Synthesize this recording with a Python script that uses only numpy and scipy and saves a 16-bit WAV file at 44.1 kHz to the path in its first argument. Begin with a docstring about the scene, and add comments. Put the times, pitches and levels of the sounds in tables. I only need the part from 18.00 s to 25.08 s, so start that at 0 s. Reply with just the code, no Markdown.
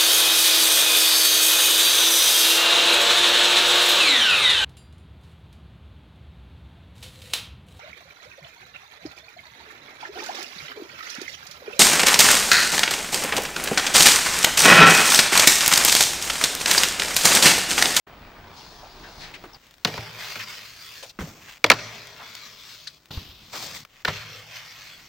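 """A snowboarder at a steel stair handrail, heard from close by in stereo, outdoors in quiet winter air.
The board rides in over packed snow under a thin electronic whine, then cracks onto the tube, which
hums and rings while the base scrapes along it. Twice it thumps down into snow and glides away; then it
sweeps past on the ramp into a third slide. The nearest blows overload the microphone, and house fronts
give a faint echo."""
import sys
import numpy as np
from scipy import signal
from scipy.fft import rfft
from scipy.io import wavfile
from scipy.ndimage import uniform_filter1d, map_coordinates

SR = 44100
rng = np.random.default_rng(int(sys.argv[2]) if len(sys.argv) > 2 else 0)


def pcm_store(signal):
    """Save signal as 16-bit PCM."""
    levels = np.round(np.clip(np.atleast_2d(signal), -1, 1) * 32767)
    wavfile.write(sys.argv[1], SR, levels.astype(np.int16).T)


N = 312228
TIME = np.arange(N) / SR

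# the ride in, with more spray as the board gathers speed and carves: time_s, glide_db, spray_db
RIDE_IN = [(0.07, -51, -69.5), (0.5, -50, -60.5), (0.6, -50.5, -49.5), (0.9, -52, -55.5),
           (1.15, -50.5, -51.5), (1.24, -50, -48.5), (1.31, -51, -57), (1.4, -53.5, -60),
           (1.57, -54.5, -62)]
# bending modes of the rail and rings of its wall: pitch_hz, level_db, t60_s
RAIL_MODES = [(104, 3, .55), (113.2, 5.5, .55), (154, 5, 0.15), (260.6, -21, 0.27), (408, -1, 0.36),
              (450, -4.5, 0.42), (516, -23, .5), (596, -6, 0.57), (1410, -21.5, .5), (1880, -7, 0.47),
              (2160, -9, 0.98), (2200, -16, 0.35), (2568, -8.5, 0.39), (3350, -10.5, 0.8),
              (3670, -9.5, 0.57), (4230, -6.5, 0.39), (4520, -11.5, 0.57), (4780, -4.5, .3)]


def undb(db):
    """Decibels to gain."""
    return 10 ** (np.asarray(db) / 20)


def unit(x):
    """Scale to rms 1."""
    return x / np.sqrt(np.mean(x ** 2))


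def colour(x, points):
    """Filter by (freq_hz, gain_db) points joined on a log-frequency axis."""
    hz, db = np.transpose(points)
    bins = np.maximum(np.fft.rfftfreq(x.shape[-1], 1 / SR), 1)
    return np.fft.irfft(rfft(x) * undb(np.interp(np.log(bins), np.log(hz), db)), x.shape[-1])


def band(x, lo_hz, hi_hz, order=2):
    """Causal band-pass."""
    edges_hz = [lo_hz, min(hi_hz, SR / 2 - 100)]
    return signal.sosfilt(signal.butter(order, edges_hz, "band", fs=SR, output="sos"), x)


def resonance(x, hz, width_hz):
    """One resonance, gain 1 at its centre."""
    return signal.lfilter(*signal.iirpeak(hz, hz / width_hz, fs=SR), x)


def walk(rate_hz, size):
    """Random levels joined by straight lines; spread near 1."""
    hold = int(SR / rate_hz)
    steps = np.repeat(rng.standard_normal(size // hold + 1), hold)
    return 1.2 * uniform_filter1d(steps, hold)[:size]


def swell(t, rise_s):
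    """An envelope that peaks at 1 after rise_s and then dies away."""
    return t / rise_s * np.exp(1 - t / rise_s)


def settle(age, settle_s):
    """Share of a fall that is complete after age seconds: an S-curve from 0 to 1."""
    return 1 - np.exp(-(age / settle_s) ** 1.77)


def follow(curve):
    """Join rows of (time_s, levels...) by straight lines; returns the times, then each level."""
    times, *columns = np.transpose(curve)
    t = np.linspace(times[0], times[-1], 400)
    return [t] + [np.interp(t, times, column) for column in columns]


def gain_curves(times, levels_db, fade_s):
    """Start time and one gain curve a layer, fading quickly at both ends."""
    start, end = times[0] - fade_s, times[-1] + fade_s
    t = TIME[(TIME > start) & (TIME < end)]
    gate = np.interp(t, [start, times[0], times[-1], end], [0, 1, 1, 0])
    return t[0], gate * undb([np.interp(t, times, db) for db in levels_db])


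def add(out, start_s, sound):
    """Mix a sound in at start_s."""
    i = int(start_s * SR)
    out[..., i:i + sound.shape[-1]] += sound[..., :N - i]


def stereo(pair, left_db=0):
    """Mid and side become left and right: narrow bass, wide treble that is left_db louder on the left."""
    # width of the sound field: freq_hz, side_gain_db
    width = [(30, -10), (90, -47.5), (200, -23.5), (700, -14), (1300, -9.5), (2400, -5), (5000, -7),
             (15000, -7)]
    mid, side = pair[0], colour(pair[1], width)
    lean = np.array([(1200, 0), (3800, left_db / 2)])
    return np.array([colour(mid + side, lean), colour(mid - side, lean * [1, -1])])


def grains(per_s, spread_db, size):
    """Dense tiny impulses of unequal strength, as an unrelated pair."""
    strength = undb(spread_db * np.minimum(rng.exponential(size=(2, size)), 5))
    fires = rng.random((2, size)) < per_s / SR
    return unit(fires * strength * rng.standard_normal((2, size)))


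def shifting(x, depth_db, spacing_hz=170, hold_s=0.06006):
    """The contact point travels, so the resonances that it reaches keep changing."""
    hz, t, spectrum = signal.stft(x, SR, nperseg=1024)
    grid = np.meshgrid(hz / spacing_hz, t / hold_s, indexing="ij")
    peaks = map_coordinates(rng.standard_normal((512, 128)), grid, order=1, mode="mirror")
    return signal.istft(spectrum * undb(depth_db * peaks), SR)[1][:, :x.shape[-1]]


def winter_air(level_db=-59):
    """A quiet hush all round the microphone, its level drifting by about a decibel."""
    # spectrum of the air: freq_hz, gain_db
    spectrum = [(15, -27.5), (25, 6.5), (149, -0.5), (840, -7.5), (1440, -7), (1610, -8.5), (3620, -11),
                (5280, -13), (7920, -20), (11600, -32), (16000, -12.5)]
    hush = unit(colour(grains(per_s=9200, spread_db=3.0, size=N), spectrum))
    return stereo(hush, left_db=5.0) * undb(level_db + walk(1.95, N))


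def whine(pitch_hz=15690, level_db=-66):
    """A thin, very high electronic whine during the ride in."""
    return undb(level_db) * unit(np.sin(2 * np.pi * pitch_hz * TIME)) * (TIME < RIDE_IN[-1][0])


def house_echo(x, gain_db=-23, t60_s=0.37, build_s=0.16):
    """House fronts and trees scatter a weak echo back to the microphone."""
    t = TIME[:SR]
    echo = rng.standard_normal((2, SR)) * np.minimum(t / build_s, 1) ** 2 * 1000 ** (-t / t60_s)
    echo = colour(echo / np.linalg.norm(echo[0]), [(100, 3.5), (2500, -13), (6000, 3.5), (14000, -16)])
    return undb(gain_db) * signal.fftconvolve(x.mean(axis=0)[None], stereo(echo), axes=1)[:, :N]


def snow(times, levels_db, spectrum, left_db, per_s, spread_db, flutter_db):
    """Crystals crush under the base; bumps in the track shake the board and make the sound flutter."""
    start, (rumble, crunch, rush, spray) = gain_curves(times, levels_db, fade_s=0.006)
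    n = len(rush)
    crush = colour(shifting(grains(per_s, spread_db, 2 * SR), depth_db=2.5), spectrum)[:, :n]
    bumps = undb(flutter_db * walk(58, 2 * SR))[:n]
    layers = [(rumble, 20, 200), (crunch, 200, 1000), (rush, 1000, 3000), (spray, 3000, 17000)]
    glide = sum(gain * unit(band(crush, lo_hz, hi_hz, order=3)) for gain, lo_hz, hi_hz in layers)
    return start, stereo(bumps * glide, left_db)


def ride_in(out):
    """On packed snow, rumble, crunch and rush follow the glide; the spray has its own course."""
    # packed snow under the base: freq_hz, gain_db
    spectrum = [(15, -26), (25, -1), (115, -8.5), (344, -7.5), (394, -6), (543, -10.5), (655, -7.5),
                (1540, -5.5), (2430, -11.5), (2850, -12.5), (4750, -7), (7090, -19.5), (8100, -28.5),
                (15000, -32)]
    t, glide, spray = follow(RIDE_IN)
    levels_db = [glide - 0.5, glide + 1, glide, spray]
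    add(out, *snow(t, levels_db, spectrum, left_db=4.5, per_s=7500, spread_db=1.0, flutter_db=-0.23))


def touchdowns(out, settle_s=0.17):
    """Snow bursts out under the landing board and settles to a glide, the bass falling furthest."""
    # landings and their first levels: start_s, end_s, rumble_db, crunch_db, rush_db, spray_db, left_db
    landings = [(3.197, 3.496, -38.5, -42.5, -47, -47, 1.5), (5.111, 5.502, -41, -45, -46, -42, 2.5)]
    # thrown snow, one spectrum a landing: freq_hz, gain_db
    spectra = [
        [(10, -28), (30, -10), (90, 0), (300, -2.5), (600, -7.5), (1400, -16.5), (2800, -18), (6500, -10),
         (8000, -17.5), (10800, -36), (14500, -15), (16000, -21)],
        [(10, -27), (30, -10), (140, 4.5), (330, -7.5), (700, -14), (2100, -18), (3800, -8), (5500, -16.5),
         (7200, -26.5), (11000, -38), (14500, -21.5), (16000, -31)],
    ]
    falls_db = (27.3, 18.3, 10.7, 12.6)  # rumble, crunch, rush, spray
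    for (start_s, end_s, *first_db, left_db), spectrum in zip(landings, spectra):
        t = np.linspace(start_s, end_s, 400)
        levels_db = [db - fall * settle(t - start_s, settle_s) for db, fall in zip(first_db, falls_db)]
        add(out, *snow(t, levels_db, spectrum, left_db, per_s=7500, spread_db=-0.5, flutter_db=0.65))


def ramp_pass(out, rumble_db=-53):
    """The board sweeps close past the microphone: crunch and rush swell with the spray, rumble holds."""
    # the pass on the ramp: time_s, spray_db
    sweep = [(5.42, -61), (5.515, -51.5), (5.535, -39.5), (5.635, -35), (5.72, -42.5), (5.785, -39.5),
             (5.835, -53.5)]
    # snow on the ramp: freq_hz, gain_db
    spectrum = [(10, -35), (30, -13), (150, -1.5), (460, 0.5), (1500, -6.5), (2100, 0), (2800, -10.5),
                (4900, -8.5), (7500, -17), (11000, -33.5), (14800, -18), (16000, -24)]
    t, spray = follow(sweep)
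    levels_db = [np.full_like(t, rumble_db), spray - 10, spray - 3.5, spray]
    add(out, *snow(t, levels_db, spectrum, left_db=3.0, per_s=6700, spread_db=-0.5, flutter_db=1.5))


def swishes(out, swell_db=11.5):
    """The board swishes in towards the rail with hardly any weight on the snow."""
    # approaches to the rail: start_s, loudest_s, end_s, rush_db
    approaches = [(1.561, 1.66, 1.734, -56.5), (3.413, 3.51, 3.58, -43), (5.9, 6.022, 6.03, -50.5)]
    # lightly brushed snow: freq_hz, gain_db
    spectrum = [(10, -25), (30, -2), (250, -29), (1000, -10), (1900, -1.5), (3200, -5.5), (7000, -12),
                (11000, -31), (15000, -16)]
    for start_s, loudest_s, end_s, db in approaches:
        t, rush = follow([(start_s, db - swell_db), (loudest_s, db), (end_s, db - swell_db)])
        levels_db = [rush - 22, rush - 11.5, rush, rush - 4]
        add(out, *snow(t, levels_db, spectrum, left_db=1.5, per_s=6000, spread_db=3.5, flutter_db=1.5))


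def ticks(gain_db=1, fall_s=0.0029, width_hz=4500):
    """Ice crumbs and bindings click: small hard contacts, gone in a few milliseconds."""
    # clicks: start_s, level_db, pitch_hz
    contacts = [(0.999, -51, 1800), (1.316, -53, 4500), (1.427, -63, 3000), (1.668, -49, 3000),
                (1.7097, -46.5, 3200), (1.7402, -45, 3600), (1.782, -48.5, 2000), (4.0708, -36.5, 4230),
                (4.3515, -31.5, 4430), (5.057, -47.5, 3660), (5.85, -37.5, 1880)]
    # tone shared by all clicks: freq_hz, gain_db
    spectrum = [(100, -9), (1000, 1), (5500, -5.5), (10500, -11), (15000, -2.5)]
    out, t = np.zeros((2, N)), TIME[:SR // 20]
    for start_s, db, hz in contacts:
        click = colour(resonance(rng.standard_normal((2, len(t))), hz, width_hz), spectrum)
        add(out, start_s, undb(db + gain_db) * np.exp(-t / fall_s) * unit(click))
    return stereo(out, left_db=4.5)


def edge_bites():
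    """The edge catches in snow or steel, rasps or squeals in one range and lets go."""
    # catches of the edge: start_s, level_db, pitch_hz, width_hz, rise_s
    catches = [(.56, -50, 4550, 2200, 0.017), (.825, -43, 690, 300, 0.012), (.945, -48, 700, 900, 0.011),
               (1.031, -45.5, 1700, 900, 0.013), (1.19, -44, 4150, 1940, 0.03),
               (1.2, -44.5, 1950, 1600, 0.036), (1.337, -37, 2240, 2000, 0.0088),
               (1.529, -52, 5340, 590, 0.0071), (1.543, -46, 4740, 600, 0.0044),
               (2.394, -33, 2150, 1500, 0.011), (2.789, -57, 4760, 160, 0.044), (2.9, -70, 4560, 60, 0.13),
               (3.026, -38, 2600, 5000, 0.007), (3.024, -43.5, 634, 446, 0.011),
               (3.093, -43, 4180, 2400, 0.005), (4.19, -41.5, 1000, 825, 0.019),
               (4.87, -32.5, 4100, 2125, 0.0048), (4.867, -45, 1680, 600, 0.0074),
               (5.528, -37, 920, 1290, 0.017), (6.119, -48, 4290, 160, 0.038), (6.53, -51, 1880, 600, 0.03)]
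    out, t = np.zeros((2, N)), TIME[:SR // 2]
    for start_s, db, hz, width_hz, rise_s in catches:
        rasp = resonance(resonance(rng.standard_normal((2, len(t))), hz, width_hz), hz, width_hz)
        add(out, start_s, undb(db) * swell(t, rise_s) * unit(rasp))
    return stereo(out, left_db=5.0)


def thumps(thud_db=-1, slap_db=-9, thud_rise_s=0.0042, slap_fall_s=0.012):
    """The flat base slaps down and the rider's weight arrives with a dull thud."""
    # drops onto snow or rail: start_s, level_db, extra_slap_db, thud_hz
    drops = [(1.439, -37, 9.5, 415), (1.456, -41, 6.5, 325), (1.989, -29, -13, 102),
             (3.189, -27.5, 6.5, 182), (3.207, -28.5, 7, 70.5), (3.224, -28.5, -8, 120.2),
             (3.237, -24, -9.5, 156), (5.107, -36.5, 6, 140), (5.173, -20, -9.5, 75),
             (6.085, -23, -14, 106), (6.125, -36, -12, 155)]
    # slap of the base: freq_hz, gain_db
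    spectrum = [(20, -46), (100, -11.5), (300, 0.5), (600, -6), (1200, -4.5), (2200, -11), (5000, -25),
                (10000, -36), (15000, -42.5)]
    out, t = np.zeros((2, N)), TIME[:SR // 5]
    for start_s, db, extra_slap_db, hz in drops:
        slap = unit(colour(rng.standard_normal((2, len(t))), spectrum)) * np.exp(-t / slap_fall_s)
        thud = swell(t, thud_rise_s) * np.sin(2 * np.pi * hz * t)
        add(out, start_s, undb(db + extra_slap_db + slap_db) * slap)
        add(out[0], start_s, undb(db + thud_db) * thud)
    return stereo(out)


def rail_ring():
    """The tube's answer to a unit tap; neighbouring modes swing in opposite senses."""
    t = TIME[:SR]
    return sum((-1) ** k * undb(db - 60 * t / t60) * np.sin(2 * np.pi * hz * t)
               for k, (hz, db, t60) in enumerate(RAIL_MODES))


def tube_hum(slips, width_hz=9):
    """The slips keep the three lowest bending modes swinging."""
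    return unit(sum(undb(db) * resonance(resonance(slips, hz, width_hz), hz, 2 * width_hz)
                    for hz, db, _ in RAIL_MODES[:3]))


def steel_scrape(times, levels_db, spectrum, left_db, ring_db=-12, chatter_db=0.73, rumble_db=-9):
    """The base sticks and slips on rough steel; the slips rattle the board and ring the tube."""
    start, (hum, growl, scrape, hiss) = gain_curves(times, levels_db, fade_s=0.011)
    n = len(scrape)
    slips = grains(per_s=7000, spread_db=-1.5, size=2 * SR) * undb(chatter_db * walk(110, 2 * SR))
    ring = signal.fftconvolve(slips, rail_ring()[None], axes=1)[:, :2 * SR]
    rattle = unit(shifting(slips, depth_db=4.0))
    steel = colour(rattle + undb(ring_db) * unit(ring), spectrum)[:, -n:]
    bending = (tube_hum(slips) + undb(rumble_db) * unit(band(slips, 40, 170)))[:, -n:]
    # the rider's weight holds the swing of the tube fairly even
    bending = bending / np.sqrt(uniform_filter1d(bending ** 2, SR // 12, axis=1))
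    layers = [(growl, 200, 1000), (scrape, 1000, 3000), (hiss, 3000, 17000)]
    rub = sum(gain * unit(band(steel, lo_hz, hi_hz, order=3)) for gain, lo_hz, hi_hz in layers)
    return start, stereo(rub + hum * bending, left_db)


def rail_slides(out, hum_fall_db=20, growl_fall_db=15.5, growl_follows=0.32):
    """Pressure sets the scrape; the landing's hum and growl die down and each slide thins to a hiss."""
    # how hard the base bears on the rail, one curve a slide: time_s, scrape_db
    pressures = [
        [(1.865, -38.5), (2.165, -44.5), (2.21, -37), (2.32, -38.5), (2.435, -40), (2.455, -48.5),
         (2.495, -40.5), (2.76, -50), (2.83, -46), (3.0, -47.5), (3.11, -55.5)],
        [(3.665, -41.5), (3.92, -41), (4.15, -49), (4.24, -46.5), (4.44, -47), (4.56, -53.5), (4.7, -49.5),
         (4.88, -57.5), (4.98, -67)],
        [(6.06, -36.5), (6.14, -37.5), (6.2, -39.5), (6.26, -45), (6.35, -41.5), (6.46, -50.5), (6.57, -41),
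         (6.67, -47.5), (6.86, -46.5), (7.08, -55)],
    ]
    # each slide on landing: hum_db, growl_db, hiss_above_scrape_db, hiss_rise_db_per_s, left_db
    slides = [(-44, -43.5, -5, 6.2, 1.5), (-45.5, -44.5, -8, 12.5, 3.5), (-44, -48, -3.5, 4.3, 1.2)]
    # base on steel, one spectrum a slide: freq_hz, gain_db
    spectra = [
        [(120, -45), (200, 1.5), (249, -12.5), (353, -11), (409, -9), (671, -9.5), (1160, -6.5), (1270, -3.5),
         (1450, -6), (2290, -4), (3900, -2.5), (4770, 1), (10900, -21), (14900, -10.5), (16000, -14)],
        [(120, -35.5), (200, 5), (328, -8.5), (529, -5.5), (647, -3), (777, -11), (933, -5), (1620, -1.5),
         (2250, 0.5), (3020, -6), (3620, -3), (5730, -8.5), (10900, -31), (12800, -22), (16000, -17)],
        [(120, -40), (200, -1.5), (360, -13.5), (500, -1.5), (777, -4.5), (933, -7), (1020, -7), (1620, -5),
         (2170, -1.5), (3900, -9), (4350, -7), (6170, -11.5), (10700, -33), (14900, -18), (16000, -29)],
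    ]
    for pressure, slide, spectrum in zip(pressures, slides, spectra):
        hum_db, growl_db, hiss_above_db, hiss_rise_db_per_s, left_db = slide
        t, scrape = follow(pressure)
        age = t - t[0]
        hum = hum_db - hum_fall_db * settle(age, settle_s=0.45)
        growl = growl_db - growl_fall_db * settle(age, settle_s=0.59)
        growl += growl_follows * (scrape - scrape[0])
        hiss = scrape + hiss_above_db + hiss_rise_db_per_s * age
        add(out, *steel_scrape(t, [hum, growl, scrape, hiss], spectrum, left_db))


def board_crack(flex_hz, bass_db, treble_db, length_db, front_db=14, tail_db=-25, flex_db=-3):
    """A crack spreads as bending waves: a clean front, then scatter; treble arrives and dies first."""
    # board striking steel: freq_hz, gain_db
    spectrum = [(30, -22.5), (110, -10.5), (240, 0), (330, -9.5), (500, 4), (780, 1.5), (1200, 5),
                (2300, 6.5), (3300, -2), (4300, 0.5), (7000, -19.5), (10000, -34), (15500, -22.5)]
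    hz_points, db_points = np.transpose(spectrum)
    plain_t60_s, plain_rise_s, lag_s, tail_t60_s = 0.037, 0.0013, 0.0018, 0.21
    t, crack = TIME[:SR // 4], 0
    for hz in 50 * 2 ** (np.arange(26) / 3):  # third-octave bands
        khz = max(hz, 350) / 1000
        age = t - lag_s * (khz ** -0.5 - 1 / 4)
        t60 = plain_t60_s * undb(length_db) * khz ** -0.14
        tail = undb(tail_db) / khz ** 0.5 * 1000 ** (-t / tail_t60_s)
        envelope = (age >= 0) * (1000 ** (-np.abs(age) / t60) + tail)
        push = rng.standard_normal((2, len(t))) * envelope
        push[0, np.argmax(age >= 0)] += undb(front_db) / khz ** 0.5
        wave = band(push, hz / 2 ** (1 / 5), hz * 2 ** (1 / 5))
        wave /= np.linalg.norm(wave, axis=1, keepdims=True)
        band_db = np.interp(np.log(hz), np.log(hz_points), db_points)
        tilt_db = np.interp(np.log2(khz), [-1.5, 0.5, 1.5, 2.5], [bass_db, 0, 0, treble_db])
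        crack = crack + undb(band_db + tilt_db) * np.sqrt(hz) * wave
    # one heavily damped flex of the board gives each strike its clack
    flex = swell(t, plain_rise_s * undb(length_db / 2)) * np.sin(2 * np.pi * flex_hz * t)
    attack = slice(SR // 100)
    crack /= crack[0, attack].std()
    crack[0] += undb(flex_db) * flex / flex[attack].std()
    return crack


def rail_blows(crack_db=-4, side_db=-3, ring_db=-44.5, ring_follows=0.3):
    """Every strike on the rail gives a crack and leaves the tube ringing."""
    # strikes: start_s, level_db, flex_hz, bass_db, treble_db, length_db (re a plain blow)
    strikes = [(1.8481, -14, 4100, 12.5, 10.5, -10.5), (1.851, -19, 3560, 2, 6, -2),
               (1.871, -27.5, 2930, 15, 11, 11.5), (1.9403, -30.5, 1920, 14, 5, -10),
               (1.9771, -28, 965, 11, 3, 4), (2.355, -33, 2300, 9.5, -2, 8), (3.6413, -8, 2320, 9, 6, -2.5),
               (3.662, -26.5, 3400, 23, 11, 2), (3.7001, -0.5, 2346, 0.5, 5.5, -3.5),
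               (3.715, -8.5, 1335, 6, 5, 1.5), (3.736, -29, 910, 3, 13, 3), (3.787, -32, 2600, -25, 1, 14),
               (6.0492, -22.5, 1620, 8, 5, -21), (6.0514, -18, 1500, -5, -2, -9.5),
               (6.0763, -22.5, 1780, 7.5, -3, 5), (6.0802, -19.5, 1053, 4, -6, 4.5),
               (6.088, -34, 530, 2, -4, 13)]
    out, ring = np.zeros((2, N)), rail_ring()
    for start_s, db, *timbre in strikes:
        add(out, start_s, undb(db + crack_db) * board_crack(*timbre))
        # the board damps the tube it lands on, so a harder blow rings only a little louder
        add(out[0], start_s, undb(ring_db + ring_follows * db) * ring)
    out[1] *= undb(side_db)
    return stereo(out, left_db=2.0)


def scene(start_s=0.07):
    """Air, snow and rail as they reach the microphone; only the short sounds get an echo."""
    out = winter_air() + whine()
    ride_in(out)
    touchdowns(out)
    ramp_pass(out)
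    swishes(out)
    rail_slides(out)
    hits = rail_blows() + thumps() + ticks() + edge_bites()
    fade_in = np.interp(TIME, [start_s - 0.005, start_s + 0.0021], [0.03, 1])
    return (out + hits + house_echo(hits)) * fade_in


def record(dry):
    """The loudest cracks overload the microphone and flatten against full scale; the top is cut."""
    top_hz = 15900
    clipped = dry / (1 + dry ** 6) ** (1 / 6)
    return signal.sosfilt(signal.ellip(8, 0.2, 70, top_hz, fs=SR, output="sos"), clipped)


dry = scene()
out = record(dry)
pcm_store(out)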